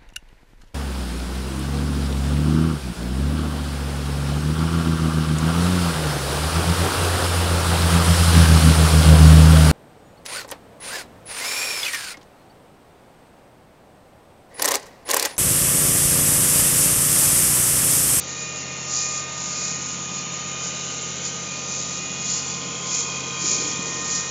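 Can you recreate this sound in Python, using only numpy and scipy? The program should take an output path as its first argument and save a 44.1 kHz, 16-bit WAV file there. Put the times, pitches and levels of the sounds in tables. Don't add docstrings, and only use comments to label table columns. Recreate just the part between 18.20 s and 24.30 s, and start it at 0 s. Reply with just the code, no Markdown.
import sys
import numpy as np
from scipy import signal
from scipy.fft import rfft, irfft
from scipy.io import wavfile
from scipy.ndimage import uniform_filter1d, map_coordinates

SR = 44100
rng = np.random.default_rng(int(sys.argv[2]) if len(sys.argv) > 2 else 0)


def master(y):
    cut = np.clip(np.atleast_2d(y).T, -1, 1)
    pcm = np.round(cut * 32767)
    wavfile.write(sys.argv[1], SR, pcm.astype(np.int16))


def ratio_of_db(decibels):
    return 10 ** (np.asarray(decibels, float) / 20)


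N = 269010


def evened(x):
    return x / np.sqrt(np.mean(x ** 2) + 1e-20)


def curves(rows):
    s, *columns = np.transpose(rows)
    return [np.interp(np.arange(N) / SR, s, c) for c in columns]


def coloured(x, points, below_db=-120, above_db=-120):
    hz, db = np.transpose(points)
    bins = np.fft.rfftfreq(len(x), 1 / SR) + 1
    gain_db = np.interp(np.log(bins), np.log(hz), db, below_db, above_db)
    return irfft(rfft(x) * ratio_of_db(gain_db), len(x))


def drift(rate_hz):
    knots = rng.standard_normal(int(N / SR * rate_hz) + 6)
    at = np.arange(0, N + 32, 32)
    smooth = map_coordinates(knots, [2 + at * rate_hz / SR], order=3)
    return evened(np.interp(np.arange(N), at, smooth))


def tone(hz, db, flutter_db, flutter_hz):
    phase = 2 * np.pi * (np.cumsum(hz * np.ones(N)) / SR + rng.random())
    return np.sqrt(2) * ratio_of_db(db + flutter_db * drift(flutter_hz)) * np.sin(phase)


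def spell(t, start, end, rise_s, fall_s):
    rise = 1 + np.tanh(2 * (t - start) / rise_s)
    fall = 1 + np.tanh(2 * (end - t) / fall_s)
    return rise * fall / 4


def heard(spells, quiet_db, rise_s, fall_s):
    t = np.arange(0, N + 64, 64) / SR
    power = ratio_of_db(quiet_db) ** 2
    for start, end, db in spells:
        power = power + (ratio_of_db(db) * spell(t, start, end, rise_s, fall_s)) ** 2
    return np.interp(np.arange(N) / SR, t, 10 * np.log10(power))


def bands(hz, t, rows, width_hz):
    field_db = 0
    for start, end, from_hz, to_hz, db in rows:
        centre_hz = np.interp(t, (start, end), (from_hz, to_hz))
        across = np.exp(-((hz[:, None] - centre_hz) / width_hz) ** 2)
        field_db = field_db + db * spell(t, start, end, .25, 0.23) * across
    return field_db


def crank_speed():
    # time in seconds, crankshaft speed in Hz.
    speed = [(0.0, 28.74), (0.5, 28.71), (0.9, 28.74), (1.25, 28.71), (1.36, 28.75), (1.47, 28.97),
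             (1.6, 29.01), (1.98, 28.79), (2.25, 28.8), (2.5, 28.74), (2.85, 28.76), (2.95, 28.92),
             (3.17, 28.93), (3.32, 28.6), (3.46, 28.79), (3.68, 28.77), (3.83, 29.01), (4.4, 28.94),
             (4.75, 28.94), (5.3, 28.87), (5.8, 28.88), (6.1, 28.96)]
    return curves(speed)[0]


def engine(crank_hz):
    gear_orders = (6, 16, 36, 50, 100)
    # idle level in dB, spells of start in seconds, end in seconds, level in dB.
    gears = [(-47.5, [(1.5, 3.4, -47.5), (3.8, 6.3, -47.5)]), (-58, [(1.4, 1.8, -54.5), (3.0, 3.4, -53),
             (4.1, 6.3, -49.5), (5.0, 6.3, -50)]), (-59, [(.6, .95, -55), (1.5, 2.5, -54),
             (3.3, 3.75, -52.5), (4.05, 6.3, -47.5), (4.3, 6.3, -47)]), (-67.5, [(1.35, 1.8, -50),
             (2.5, 3.0, -51), (4.0, 5.8, -53.5)]), (-59, [(.25, .55, -54), (1.55, 1.75, -50),
             (2.0, 3.25, -49), (3.4, 3.75, -54), (3.75, 4.5, -47), (5.05, 6.3, -52)])]
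    # multiple of the crank speed, level in dB.
    crank_orders = [(3, -52.5), (12, -61.5), (13, -58.5), (14, -57.5), (16.5, -57.5), (18, -56.5),
                    (19, -57), (19.5, -57.5), (20, -62), (24, -60), (25.5, -60), (34, -71.5), (37.5, -70.5),
                    (48.6, -57.5), (49.5, -69.5), (58.3, -64), (73.5, -60), (89.5, -66), (91.5, -67),
                    (103.4, -58), (150, -65)]
    # crank order, level of the half orders in dB.
    half_orders = [(4, -71.5), (7, -60.5), (20, -63.5), (40, -66.5), (52, -68), (59, -72.5), (66, -68),
                   (120, -71)]
    edge_s = 0.24
    swelling = sum(tone(k * crank_hz, heard(spells, db, edge_s, edge_s), 1.2, 12)
                   for k, (db, spells) in zip(gear_orders, gears))
    steady = sum(tone(k * crank_hz, db, 1.1, 5) for k, db in crank_orders)
    order = np.arange(8, 241) / 2
    uneven_db = np.interp(order, *np.transpose(half_orders)) + 1.5 * rng.standard_normal(len(order))
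    spectrum = ratio_of_db(uneven_db) * np.exp(2j * np.pi * rng.random(len(order)))
    cycle = irfft(np.r_[np.zeros(8), spectrum], 8192) * 8192 / np.sqrt(2)
    angle = np.cumsum(crank_hz) / SR / 2 % 1
    return swelling + steady + np.interp(angle, np.arange(8192) / 8192, cycle, period=1)


def drum(crank_hz):
    # multiple of the crank speed, level at the start in dB.
    beats = [(4.69, -44.5), (9.38, -56.5), (11.81, -61.5), (20.69, -67), (27.59, -56.5)]
    nearing_db = 0.29 * np.arange(N) / SR
    return sum(tone(k * crank_hz, db + nearing_db, 0.7, 5) for k, db in beats)


def pump(crank_hz):
    multiples = (4, 6, 8, 2, 3, 5, 7, 9, 14)
    # idle level in dB, spells of start in seconds, end in seconds, level in dB.
    whines = [(-46, [(.66, 1.5, -42), (.87, 1.03, -41), (1.5, 2.97, -46), (1.87, 2.5, -45.5),
              (3.1, 3.79, -46), (4.4, 5.05, -50), (5.05, 5.67, -43), (5.8, 6.03, -42)]),
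              (-56.5, [(.08, 1.25, -47), (1.43, 1.61, -48), (2.85, 3.58, -51.5), (3.6, 4.5, -52.5),
              (5.12, 6.3, -48.5), (5.4, 6.3, -49.5), (5.68, 6.3, -42.5)]), (-50.5, [(.17, .38, -39.5),
              (.47, .58, -39.5), (.77, 1.1, -41.5), (.81, .89, -39), (1.36, 1.6, -42.5), (1.64, 1.72, -44),
              (1.85, 2.1, -44.5), (2.3, 2.62, -44.5), (3.03, 3.09, -43), (3.27, 3.39, -38.5),
              (3.49, 3.56, -38), (3.63, 4.1, -47), (3.78, 4.1, -41.5), (4.15, 4.58, -46.5),
              (4.7, 6.3, -41.5), (4.85, 5.04, -41.5), (5.27, 5.7, -41)]), (-63, [(.15, 1.6, -52.5),
              (1.9, 3.7, -56)]), (-67.5, [(1.05, 1.35, -51.5), (3.1, 3.7, -59), (4.65, 6.3, -51.5)]),
              (-69, [(.95, 1.55, -54), (2.28, 2.78, -52), (2.95, 3.24, -52), (5.0, 5.55, -52)]),
              (-61.5, [(.8, 1.65, -49.5), (2.15, 2.5, -51), (2.62, 2.95, -51), (4.2, 5.3, -53.5)]),
              (-57.5, [(.25, .75, -46.5), (.75, 1.4, -52.5), (1.95, 2.2, -49), (2.48, 3.0, -49),
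              (3.3, 3.5, -53), (3.72, 4.3, -48.5), (5.3, 5.8, -56)]), (-65, [(1.4, 1.62, -51),
              (1.98, 2.32, -50), (3.25, 3.45, -50), (4.4, 4.6, -51)])]
    # multiple of the piston rate, steady level in dB.
    top_whines = [(10, -65), (11, -58), (12, -55.5)]
    rise_s, fall_s = .05, .09
    piston_hz = 32 / 3 * crank_hz
    fading = sum(tone(k * piston_hz, heard(spells, db, rise_s, fall_s), 0.13 * k, 25)
                 for k, (db, spells) in zip(multiples, whines))
    return fading + sum(tone(k * piston_hz, db, 2.5, 3.3) for k, db in top_whines)


def roar():
    # frequency in Hz, relative density in dB per Hz.
    colour = [(40, -37.5), (75, -12), (110, -2), (190, 11.5), (320, 2), (550, 5), (800, -0.5), (1100, 1.5),
              (1400, 1), (1850, 0.5), (2100, 2.5), (2500, 6.5), (2800, -0.5), (3500, 3.5), (4100, 5),
              (5000, 1), (6900, 14), (8000, -3)]
    # start in seconds, end in seconds, from Hz, to Hz, full depth in dB.
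    dark_bands = [(-.2, 1.2, 1540, 1460, -5), (1.6, 2.1, 1580, 1400, -7.5), (2.6, 3.6, 1800, 1900, -7),
                  (3.5, 5.2, 1660, 1780, -13), (5.2, 5.85, 1770, 1660, -11), (4.5, 4.15, 2250, 2250, -7),
                  (5.5, 6.3, 2680, 2680, -5)]
    # start in seconds, end in seconds, from Hz, to Hz, full lift in dB.
    whirr_bands = [(-.2, 1.21, 2850, 2920, 3), (1.598, 3.446, 2930, 3090, 8), (3.8, 5.898, 3400, 3110, 4.5),
                   (2.35, 3.05, 3800, 4050, 4), (4.9, 5.6, 2400, 2400, 3)]
    base_db, nearing_db_per_s, rumble_db_per_s = -35.5, 0.3, .75
    hz, t, z = signal.stft(rng.standard_normal(N), SR, nperseg=1024, noverlap=768)
    patches = rng.standard_normal(z.shape[::-1]).T
    patches = uniform_filter1d(patches, 5, axis=0)
    patches = evened(uniform_filter1d(patches, 60, axis=1))
    shape_db = bands(hz, t, dark_bands, 140) + bands(hz, t, whirr_bands, 180)
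    low_share = 1 / (1 + (hz[:, None] / 450) ** 4)
    nearing_db = base_db + t * (nearing_db_per_s + rumble_db_per_s * low_share)
    z = z * ratio_of_db(nearing_db + shape_db + 2.05 * patches)
    noise = signal.istft(z, SR, nperseg=1024, noverlap=768)[1][:N]
    return coloured(noise, colour)


def straw():
    # peak time in seconds, peak level in dB, rise in seconds, fall in seconds.
    swishes = [(.11, -34.5, 0.031, .03), (.2, -33.5, .03, 0.084), (.4, -34.5, 0.055, 0.03),
               (.6, -41, 0.045, .05), (.77, -22, 0.058, 0.097), (0.949, -28, .04, 0.062),
               (1.2, -32, .06, 0.089), (1.44, -25.5, 0.14, 0.093), (1.7, -31.5, 0.079, 0.055),
               (1.99, -32, .06, .03), (2.17, -37, 0.04, 0.037), (2.459, -29, .04, 0.036),
               (2.619, -36, 0.087, 0.47), (3.055, -27, 0.015, 0.029), (3.6, -30, 0.12, 0.088),
               (3.74, -31.5, .03, 0.05), (4.15, -23, 0.081, 0.053), (4.3, -30, 0.048, .07),
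               (4.76, -22.5, 0.06, 0.069), (4.98, -37.5, 0.13, 0.043), (5.3, -21, 0.065, 0.11),
               (5.49, -28, .04, 0.044), (5.7, -35, .1, 0.12), (5.96, -23, 0.071, .04)]
    # frequency in Hz, relative density in dB per Hz.
    colour = [(1500, -31.5), (3300, -23.5), (4200, -12.5), (5500, -9), (6400, -4), (7000, 1), (8000, -13)]
    snaps_per_s, rustle_db, rustle_db_per_s = 15000, -43, 1.75
    t = np.arange(N) / SR
    snaps = (rng.random(N) < snaps_per_s / SR) * rng.standard_normal(N)
    snaps = snaps * ratio_of_db(1.7 * np.minimum(rng.exponential(1, N), 5))
    clumps_db = .4 * drift(60)
    power = ratio_of_db(rustle_db + rustle_db_per_s * t) ** 2
    for s, db, rise_s, fall_s in swishes:
        swell = ratio_of_db(db) * np.exp(-((t - s) / np.where(t < s, rise_s, fall_s)) ** 2 / 2)
        power = power + swell ** 2
    return np.sqrt(power) * ratio_of_db(clumps_db) * evened(coloured(snaps, colour))


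def clatter(crank_hz):
    # ringing frequency in Hz, resonance width in Hz.
    panels = [(2980, 260), (3260, 240)]
    # share of the engine cycle from 0 to 1, relative strength in dB.
    panel_taps = [
        [(.985, -1), (.25, -1), (.48, 0), (.75, 0)],
        [(.12, -7), (.27, -8), (.615, 0), (.69, -8), (.91, -4)],
    ]
    # time in seconds, level in dB.
    panel_facing = [
        [(1.7, -75), (2, -50), (2.8, -48), (3.2, -52), (3.4, -75)],
        [(3.8, -75), (4.1, -52), (4.5, -44), (5, -44), (5.55, -43.5), (5.85, -53), (6, -75)],
    ]
    cycles = np.cumsum(crank_hz) / SR / 2
    t = np.arange(800) / SR
    out = 0
    for (hz, width_hz), taps, facing in zip(panels, panel_taps, panel_facing):
        blows = sum(ratio_of_db(db) * np.diff(np.floor(cycles - share), prepend=-1) for share, db in taps)
        blows = blows * ratio_of_db(1.9 * rng.standard_normal(N))
        ring = t * np.exp(-np.pi * width_hz * t) * np.sin(2 * np.pi * hz * t)
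        ringing = evened(signal.oaconvolve(blows, ring)[:N])
        out = out + ratio_of_db(curves(facing)[0]) * ringing
    return out


def whistle(crank_hz):
    # start in seconds, end in seconds, level in dB.
    spells = [(4.42, 4.75, -49), (4.75, 5.8, -48.5)]
    return tone(111.5 * crank_hz, heard(spells, -75.5, .15, .15), 1.6, 17)


def gust():
    # frequency in Hz, relative density in dB per Hz.
    colour = [(40, -31), (100, -11), (170, 0.5), (400, 1.5), (600, -6.5), (1200, -37)]
    # time in seconds, peak level in dB, length in milliseconds.
    thumps = [(5.245, -24, 3.5), (5.391, -32, 4.5), (5.423, -27, 2.4), (5.455, -29, 5.9),
              (5.594, -23.5, 4.4)]
    start_s, rise_s, hold_s, level_db, fall_db_per_s = 5.21, .04, 0.31, -38.5, 22
    lumps = rng.standard_normal(N) * ratio_of_db(1.8 * drift(50))
    t = np.arange(N) / SR
    dying_db = fall_db_per_s * np.maximum(t - start_s - hold_s, 0)
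    blowing = spell(t, start_s, N / SR + 1, rise_s, rise_s) * ratio_of_db(level_db - dying_db)
    out = blowing * evened(coloured(lumps, colour))
    for s, db, ms in thumps:
        u = (t - s) * 1000 / ms
        out = out + ratio_of_db(db) * np.exp(-1.5 * u ** 2) * np.cos(2 * np.pi * u)
    return out


def scene():
    crank_hz = crank_speed()
    machine = engine(crank_hz) + drum(crank_hz) + pump(crank_hz) + roar()
    machine = machine + clatter(crank_hz) + whistle(crank_hz)
    return (machine + straw() + gust())[None]


def top_cut(x):
    return signal.sosfilt(signal.butter(12, 9050, fs=SR, output="sos"), x)


def record(dry):
    # frequency in Hz, gain in dB.
    low_pass = [(7200, -1), (7450, -10), (7700, -21), (7850, -43.5), (8000, -78)]
    # frequency in Hz, gain in dB.
    mirror_gain = [(8000, -2), (8300, -9.5), (8600, -18), (8850, -32), (9100, -33.5)]
    capture_hz = 16000
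    kept = coloured(dry[0], low_pass, below_db=-0.5)
    mirrored = 2 * kept * np.cos(2 * np.pi * capture_hz * np.arange(N) / SR)
    mix = kept + coloured(mirrored, mirror_gain)
    return top_cut(mix[None])


dry = scene()
out = record(dry)
master(out)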